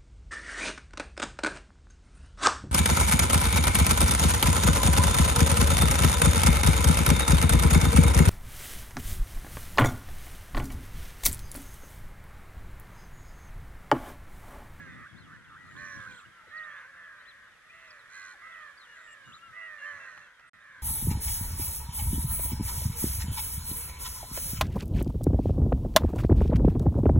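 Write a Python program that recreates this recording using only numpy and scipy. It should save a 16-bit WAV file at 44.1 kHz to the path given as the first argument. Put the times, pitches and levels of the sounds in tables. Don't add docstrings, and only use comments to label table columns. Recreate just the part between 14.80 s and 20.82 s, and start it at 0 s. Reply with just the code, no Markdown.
import sys
import numpy as np
from scipy import signal
from scipy.fft import rfft, irfft, next_fast_len
from scipy.io import wavfile
from scipy.ndimage import uniform_filter1d, map_coordinates

SR = 44100
rng = np.random.default_rng(int(sys.argv[2]) if len(sys.argv) > 2 else 0)


def to_wav(s):
    ch = np.atleast_2d(s).T
    pcm = np.round(np.clip(ch, -1, 1) * 32767)
    wavfile.write(sys.argv[1], SR, pcm.astype(np.int16))


N = 265482


def amp(db):
    return 10 ** (np.asarray(db) / 20)


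def unit(x):
    return x / np.sqrt(np.mean(x ** 2) + 1e-20)


def along(points, hz):
    f, v = np.transpose(points)
    return np.interp(np.log(hz + 1), np.log(f + 1), v)


def curves(rows, fade=0.005):
    s, *cols = np.transpose(rows)
    t = np.arange(s[0], s[-1], 1 / SR)
    edge = np.clip(np.minimum(t - s[0], s[-1] - t) / fade, 0, 1)
    return [np.interp(t, s, c) for c in cols] + [edge]


def whole(rows):
    s, *cols = np.transpose(rows)
    return [np.interp(np.arange(N) / SR, s, c) for c in cols]


def wobble(rate, size):
    knots = rng.standard_normal(int(size * rate / SR) + 4)
    return map_coordinates(knots, [np.arange(size) * rate / SR])


def coloured(x, points):
    size = x.shape[-1]
    padded = next_fast_len(size + 2048)
    gain = amp(along(points, np.fft.rfftfreq(padded, 1 / SR)))
    return irfft(rfft(x, padded) * gain, padded)[..., :size]


def turning(hz):
    return np.exp(2j * np.pi * (np.cumsum(hz) / SR + rng.random()))


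def add(stage, s, sound, pan_db, lag=3):
    for channel, start in enumerate((round(s * SR), round(s * SR) + lag)):
        heard = sound[max(-start, 0):]
        room = stage[channel, max(start, 0):][:len(heard)]
        room += amp(-pan_db * channel) * heard[:len(room)]


# f/Hz, relative level/dB
THROAT_SPECTRUM = [(300, -50), (700, -26), (1100, -6), (1700, 0), (2300, -8), (3000, -26), (5000, -60),
                   (20000, -120)]
# f/Hz, relative level/dB
BEAK_SPECTRUM = [(1500, -60), (2600, -14), (3700, -14), (4000, 0), (4250, 0), (4600, -16), (5500, -10),
                 (6300, -3), (7200, -7), (8500, -13), (10000, -17), (14000, -40)]


def caw(voice, colour, rows):
    share, strongest, spread, rasp_db = voice
    first_db, second_db, fourth_db, treble_db = colour[:4]
    pitch, level_db, edge = curves(rows)
    size = len(pitch)
    pitch = uniform_filter1d(pitch, size=800, mode="nearest")
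    tone = turning(pitch * (1 + .003 * wobble(60, size)))
    rattle = turning(share * pitch * (1 + .03 * wobble(30, size)))

    chop = 0
    for j in range(-3, 4):
        sideband = np.exp(-((j - strongest) / spread) ** 2 / 2 + 1.2j * j * j)
        chop = chop + sideband * rattle ** j

    throat_db = along(THROAT_SPECTRUM, pitch.mean() * np.arange(4, 7))
    gains = amp([second_db, 0, *(fourth_db + throat_db - throat_db[0])])
    stack = 0
    for partial, gain in enumerate(gains, start=2):
        stack = stack + gain * amp(1.18 * wobble(38.36, size)) * tone ** partial
    fundamental = amp(first_db) * tone * (1 + 0.21 * chop)
    voiced = (stack * chop + fundamental).real

    gate = (1 + .7 * rattle.real) * (1 + .5 * tone.real)
    breath = gate * rng.standard_normal(size)
    rasp = amp(rasp_db) * unit(coloured(breath, THROAT_SPECTRUM))
    rasp += amp(treble_db) * unit(coloured(breath, BEAK_SPECTRUM))
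    return np.sqrt(2) * edge * amp(level_db) * (voiced + np.std(voiced) * rasp)


RISE_S, RISE_FROM, ATTACK_DB = .055, .9, -10
RELEASE_DB, RELEASE_LATE = -10, 7.3
RATTLE, DEEP_RATTLE, DEEP_HZ = (.155, .15), (.22, -1.6), 500
RASP_DB, RASP_DB_PER_HOARSE = -24.5, 10
# top reached t/s, sag length t/s, top f/Hz, end f/Hz, lateness of the sag [power of time],
# third partial level/dB at top and at end (before the release), hoarseness [sideband spread],
# partials 1, 2 and 4 level/dB against the third, treble rasp level/dB against the voiced sound,
# pan level/dB left over right
NEAR_CAWS = [ (0, 0.18, 569.3, 476.6, 0.91, -51, -63, 0.34, -20.5, -17, -14, -22, -4),
             (.02, 0.25, 683.5, 606, 1.23, -68.5, -52.5, 1.26, -26, -16, -18, -34, -3),
             (.52, 0.051, 592, 573, 1.3, -59.5, -53, 0.66, -29, -10, -30, -21, -3),
             (.81, 0.17, 648, 612, 1.43, -53.5, -57, 0.56, -31, -9, -38, -32, 4.5),
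             (1.005, .405, 596, 470, 1.35, -48.5, -52.5, 0.86, -22, -14.5, -19.5, -19, -5),
             (1, 0.23, 430.5, 399.4, 1.5, -56, -59.5, 0.55, -25, -20, 4, -33, -3.5),
             (1.765, 0.31, 633.6, 513.5, 1.48, -44.5, -55.5, 0.51, -25.5, -9, -26.5, -33, -5),
             (1.89, 0.2, 548, 500, 1.41, -57.5, -58, 1.62, -20, -11.5, -8, -25, -2),
             (2.19, 0.27, 590, 483, 1.12, -51.5, -57.5, 0.74, -30, -13.5, -37, -44, -1),
             (2.42, 0.34, 635, 566, 1.1, -59.5, -62, 1.4, -18.5, -19, -19, -29, 6),
             (2.945, 0.27, 664.6, 531, 2.18, -63.5, -60.5, 1.37, -11, -5.5, -7.5, -19, -3),
             (3.35, 0.2, 437.8, 398, 1.8, -61, -62.5, 0.71, -41, -38, 9.5, -10, -4),
             (3.63, 0.3, 668, 545.5, 1.6, -58, -51.5, 1, -22, -8.5, -18, -26, -5.5),
             (4.05, 0.18, 614, 491, 1.2, -61, -53, 0.98, -27, -19, -23, -16, 2),
             (4.175, .35, 641, 481.7, 1.28, -59.5, -61.5, 0.83, -18.5, -9.5, -17, -35, -5),
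             (4.779, 0.26, 666.6, 559.3, 1.2, -47.5, -49.5, 0.67, -22.5, -13.5, -19.5, -34, -4.5),
             (5.06, 0.31, 589, 486.5, 1.4, -43, -61, 0.66, -22, -11.5, -20, -26.5, -4.5),
             (5, 0.48, 690, 566, 1.16, -62, -55, 0.82, -19.5, -13, -24, -15.5, -7),
             (5.84, 0.18, 580.5, 520, 1.6, -60, -55.5, 1.2, -40, -13, -13, -24, 0), ]


def crows():
    stage, u = np.zeros((2, N)), np.linspace(0, 1, num=12)
    for s, long, top, end, late, db, end_db, hoarse, *colour in NEAR_CAWS:
        sag_hz = top - (top - end) * u ** late
        sag_db = db + (end_db - db) * u + RELEASE_DB * u ** RELEASE_LATE
        rows = [
            (s - RISE_S, RISE_FROM * top, db + ATTACK_DB),
            (s - RISE_S / 2, (RISE_FROM + 3) / 4 * top, db + ATTACK_DB / 2),
            *zip(s + long * u, sag_hz, sag_db),
        ]
        vibration = DEEP_RATTLE if top < DEEP_HZ else RATTLE
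        voice = (*vibration, hoarse, RASP_DB + RASP_DB_PER_HOARSE * hoarse)
        add(stage, s - RISE_S, caw(voice, colour, rows), colour[-1])
    return stage


# start t/s, length t/s, f/Hz, level/dB, level/dB of the closing flick
NEAR_CROAKS = [(0.168, 0.11, 1274, -52, -49), (.46, 0.081, 1259, -54.5, -51.5),
               (0.696, 0.086, 1284, -51, -51.5), (0.852, 0.074, 1327, -54, -58),
               (1.19, 0.097, 1260, -51, -47), (1.388, 0.075, 1264, -53.5, -54.5),
               (2.627, 0.088, 1204, -63.5, -74), (3.977, 0.099, 1267, -58.5, -61),
               (4.469, 0.13, 1300, -53, -84)]


def croaks():
    stage = np.zeros((2, N))
    for s, long, hz, db, flick_db in NEAR_CROAKS:
        bends = [
            (0, 1.04 * hz, db - 4),
            (long - .025, hz, db),
            (long - .018, 1.15 * hz, flick_db),
            (long, 1.35 * hz, flick_db),
        ]
        pitch, level, edge = curves(bends, fade=0.0012)
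        rattle = turning(95 + 6 * wobble(30, len(pitch)))
        chop = 1 + .8 / rattle + .4j * rattle + .3j / rattle ** 2
        add(stage, s, edge * amp(level) * (chop * turning(pitch)).real, pan_db=-1.0)
    return stage


# t/s, level/dB
DIN_LEVEL = [(0, -52), (.3, -56.5), (1.5, -58), (2, -51.5), (2.8, -59), (3.3, -55), (4.1, -55.5),
             (4.6, -59.5), (5.2, -49), (5.6, -58.5), (6.02, -55)]
# f/Hz, relative level/dB
FAR_SPECTRUM = [(240, -59), (400, -32), (454, -18), (555, -17.5), (664, -20), (1190, -8), (1410, -2.5),
                (1500, -2), (1680, -0.5), (2800, -20.5), (5000, -41), (6500, -26), (11000, -120)]


def flock():
    stage = np.zeros((2, N))
    for s, a, b, c, d, e in rng.random((80, 6)):
        top, long, db = 500 + 210 * a, .25 + .2 * b, 10 * c
        rows = [(0, .9 * top, db - 10), (.06, top, db), (.55 * long, .94 * top, db), (long, .82 * top, db - 7.0)]
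        voice = (.13 + .06 * d, d - .4, .6 + .6 * b, -13)
        add(stage, 6.3 * s - .3, caw(voice, (-4, -1.5, -1.5, -13), rows), pan_db=5 * (e - .8))
    blur = unit(coloured(rng.standard_normal(N), FAR_SPECTRUM))
    stage = unit(coloured(stage, FAR_SPECTRUM)) + .33 * blur
    loud = np.sqrt(np.abs(uniform_filter1d(np.mean(stage ** 2, 0), size=SR // 6)))
    return amp(whole(DIN_LEVEL)[0]) * stage / loud


# start t/s, length t/s, f/Hz at start, middle and end, level/dB at start and end
TONE_BENDS = [ (.08, 0.084, 3700, 3580, 3600, -71, -66), (.28, .07, 3450, 3350, 3350, -69, -69),
              (.35, 0.043, 3320, 3650, 4600, -64, -62), (.39, 0.076, 4340, 3720, 2640, -62, -66),
              (.645, 0.021, 3580, 3135, 2670, -61, -74), (.84, .05, 3400, 4300, 3700, -77, -71),
              (.9, 0.043, 3700, 3970, 4300, -62, -75), (.962, 0.024, 2810, 3900, 4130, -61, -62),
              (.984, .036, 4160, 4080, 3870, -60, -65), (1.2, 0.038, 3620, 3520, 3360, -56, -65),
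              (1.25, 0.01, 3450, 2970, 2600, -63, -59), (1.28, 0.048, 2520, 2420, 2340, -65, -58),
              (1.39, .02, 2900, 2674, 2435, -68, -54), (1.45, .018, 2492, 2945, 2500, -61, -63),
              (1.5, 0.13, 1206, 1380, 1180, -63, -58), (1.55, 0.11, 1015, 915, 844, -75, -69),
              (1.65, 0.037, 850, 610, 378, -79, -58.5), (1.765, 0.047, 5320, 3870, 2940, -60, -66),
              (1.81, 0.022, 2950, 2920, 3020, -68, -61), (1.83, 0.031, 3040, 3800, 2900, -59, -65),
              (1.9, 0.1, 3200, 3410, 3700, -66, -63), (2.4, 0.047, 3600, 4130, 4660, -72, -69),
              (2.45, 0.073, 2485, 4090, 2930, -60.5, -57), (2.885, 0.031, 2300, 2420, 2530, -62, -55),
              (3.077, .016, 5200, 5150, 5300, -60, -61), (3.104, .02, 5530, 4550, 4170, -48, -71),
              (3.19, 0.053, 4220, 3700, 3240, -65, -70), (3.52, 0.049, 950, 828, 673, -66, -65),
              (3.53, 0.044, 1915, 1800, 1530, -62, -60), (3.62, .16, 1193, 1314, 1293, -53.5, -56),
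              (3.78, .11, 1246, 1225, 1180, -54.5, -58), (3.66, 0.022, 3100, 3280, 3500, -65, -64),
              (3.72, .045, 3490, 3160, 2260, -59, -66), (3.8, .04, 2988, 3234, 3480, -65, -63),
              (3.87, .03, 3120, 3300, 3500, -68, -67), (3.972, 0.018, 4300, 4750, 4700, -64, -61),
              (3.992, 0.033, 4300, 4230, 3800, -61, -57), (4.024, 0.021, 3480, 3795, 3440, -56, -56),
              (4.046, 0.032, 3370, 2950, 2600, -57, -64), (4.05, .29, 7030, 7170, 7500, -83, -56),
              (4.19, 0.09, 3750, 3700, 3670, -68, -69), (4.33, 0.096, 3200, 3040, 3040, -73, -72),
              (4.455, 0.042, 3700, 3730, 3820, -63, -64), (4.518, 0.038, 2430, 3600, 4050, -58, -54),
              (4.552, 0.032, 4000, 3720, 3450, -59, -62), (4.585, .014, 2600, 2700, 2750, -58, -60),
              (4.53, 0.14, 1238, 1325, 1370, -59.5, -59), (4.624, 0.19, 1386, 1280, 1133, -56.5, -53.5),
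              (5.06, .06, 3080, 3100, 2990, -57, -62), (5.675, .025, 8400, 8500, 8550, -58, -76),
              (5.79, .07, 2910, 3810, 3030, -73, -72), ]


def bending_tones():
    stage = np.zeros((2, N))
    for s, long, first, middle, last, first_db, last_db in TONE_BENDS:
        u, db, edge = curves([(0, 0, first_db), (long, 1, last_db)], fade=.004)
        hz = first + (last - first) * u + (2 * middle - first - last) * 2 * u * (1 - u)
        level = np.sqrt(2) * edge * amp(db + 3.0 * wobble(65.4, len(hz)))
        add(stage, s, level * turning(hz).real, pan_db=4.5)
    return stage


# from t/s, to t/s, centre f/Hz, swing f/Hz, rate f/Hz [swings a second]
TRILL_SWING = (1.285, 1.425, 3620, 480, 31)
# start t/s, level/dB, f/Hz
PEEP_CALLS = [(4.084, -58.5, 2870), (4.273, -58, 2840), (4.443, -58.5, 2870), (4.611, -58, 2810),
              (4.808, -56.5, 2817), (4.985, -52.5, 2770), (5.196, -55, 2684), (5.41, -63, 2690),
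              (5.611, -71.5, 2680)]


def songbirds():
    stage = np.zeros((2, N))
    start, end, centre_hz, swing_hz, rate = TRILL_SWING
    t, edge = curves([(start, 0), (end, end - start)], fade=.02)
    sway = np.cos(2 * np.pi * rate * (t - .017))
    level = edge * amp(-57.5 - 3 * sway)
    add(stage, start, level * turning(centre_hz + swing_hz * sway).real, pan_db=3)

    for s, db, hz in PEEP_CALLS:
        bend, edge = curves([(0, 1.005), (.064, .995), (.074, .93)])
        add(stage, s, edge * amp(db) * turning(hz * bend).real, pan_db=5.5, lag=1)
    return stage


# from t/s, to t/s, centre f/Hz, level/dB
HIGH_BUZZES = [(0.89, 1.02, 7200, -73), (1.039, 1.173, 5930, -63), (1.305, 1.431, 7460, -66),
               (4.454, 4.59, 6950, -71)]


def chatter():
    stage = np.zeros((2, N))
    for s, a, b, c, d in rng.random((240, 5)):
        top, long = 2700 + 1300 * a, .015 + .05 * b
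        bend = [(0, top * (1.1 - .2 * c)), (.4 * long, top), (long, top * (1.04 - .2 * d))]
        hz, edge = curves(bend, fade=.006)
        level = edge * amp(-76 + 7 * b * d + 3 * wobble(80, len(hz)))
        add(stage, 6 * s, level * turning(hz).real, pan_db=10 * (c - .4), lag=round(6 * a))
    for start, end, hz, db in HIGH_BUZZES:
        level, edge = curves([(start, db), (end, db)])
        band = [(.85 * hz, -30), (.96 * hz, 0), (1.04 * hz, 0), (1.15 * hz, -30)]
        buzz = unit(coloured(rng.standard_normal(len(edge)), band))
        add(stage, start, edge * amp(level) * buzz, pan_db=-4.0)
    return stage


# t/s, level/dB at the onset
CLICK_TIMES = [(5.377, -43), (5.452, -64), (5.596, -46.5), (5.607, -54)]
# f/Hz, relative level/dB
TICK_SPECTRUM = [(300, -18), (1500, 14), (4000, -5), (8000, -18), (14000, -34)]


def clicks():
    stage, t = np.zeros((2, N)), np.arange(600) / SR
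    for s, db in CLICK_TIMES:
        tick = unit(coloured(rng.standard_normal(len(t)), TICK_SPECTRUM))
        add(stage, s, amp(db - 60 * t / .02) * tick, pan_db=-1.5)
    return stage


def field(x):
    t = np.arange(SR // 4) / SR
    tail = rng.standard_normal((2, len(t))) * amp(-60 * t / 0.073)
    return signal.fftconvolve(x, tail / np.linalg.norm(tail[0]), axes=1)[:, :N]


WIND_PAN_DB, PAN_SWING_DB = 3.5, 2.5
# t/s, level/dB
BUFFET_LEVEL = [(0.0, -53.5), (0.05, -50), (0.08, -55.5), (0.23, -54.5), (0.28, -67), (0.35, -56.5),
                (0.48, -57.5), (0.72, -65.5), (0.95, -55), (0.99, -60), (1.04, -52.5), (1.07, -64),
                (1.16, -55), (1.52, -68), (1.56, -80), (1.73, -67), (1.76, -74.5), (2.87, -79.5),
                (2.98, -77), (4.26, -86), (4.44, -73), (4.49, -58.5), (4.56, -72), (5.1, -87),
                (5.15, -69.5), (5.35, -78), (5.38, -69.5), (5.56, -90), (5.68, -68.5), (5.7, -84),
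                (5.75, -67.5), (5.8, -78), (5.99, -71), (6.02, -82)]
# f/Hz, relative level/dB per Hz
BUFFET_SPECTRUM = [(24, -52), (40, -15.5), (87, 3.5), (151, 1), (301, -6.5), (455, -18), (578, -22.5),
                   (715, -24), (800, -21.5), (1040, -21), (1760, -120)]
# t/s, level/dB
HISS_LEVEL = [(0, -61), (.7, -64), (1.2, -58), (1.5, -62.5), (2.77, -63), (3.69, -60.5), (4.14, -61.5),
              (5.11, -61.5), (5.7, -67), (6.02, -63.5)]
# f/Hz, relative level/dB per Hz
HISS_SPECTRUM = [(15, -52), (25, -7), (59, -11), (291, -14.5), (784, -13.5), (1220, -22), (1590, -22),
                 (1910, -2.5), (2670, -15.5), (3470, -12.5), (4280, -19.5), (10100, -25), (12800, -32),
                 (16700, -71), (22000, -120)]


def wind():
    lumps = amp(3.4 * np.array([wobble(25, N), wobble(25, N)]))
    buffet = unit(coloured(lumps * rng.standard_normal((2, N)), BUFFET_SPECTRUM))
    hiss = unit(coloured(rng.standard_normal((2, N)), HISS_SPECTRUM))
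    pan_db = WIND_PAN_DB + PAN_SWING_DB * wobble(10, N)
    side_db = np.array([pan_db, -pan_db]) / 2
    buffeting = np.sqrt(2) * amp(whole(BUFFET_LEVEL)[0] + side_db) * buffet
    return buffeting + amp(whole(HISS_LEVEL)[0]) * hiss


def low_hum():
    return amp(-83) * turning(50 + wobble(4.4, N)).real


CAW_ECHO_DB, TONE_ECHO_DB = -15, -11


def scene():
    caws = crows() + croaks() + flock()
    tones = bending_tones() + songbirds() + chatter()
    echoes = field(amp(CAW_ECHO_DB) * caws + amp(TONE_ECHO_DB) * tones)
    return caws + tones + echoes + clicks() + wind() + low_hum()


DROP_FROM_S, DROP_TO_S, DROP_DB_PER_S = 5.6945, 5.7335, 9000
TOP_HZ = 13050


def record(dry):
    t = np.arange(N) / SR
    falling = amp(-np.clip(t - DROP_FROM_S, 0, 1) * DROP_DB_PER_S)
    gain = np.where(t > DROP_TO_S, 1, falling)
    return coloured(dry * gain, [(1, 0), (TOP_HZ, 0), (TOP_HZ + 20, -120), (SR, -120)])


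dry = scene()
out = record(dry)
to_wav(out)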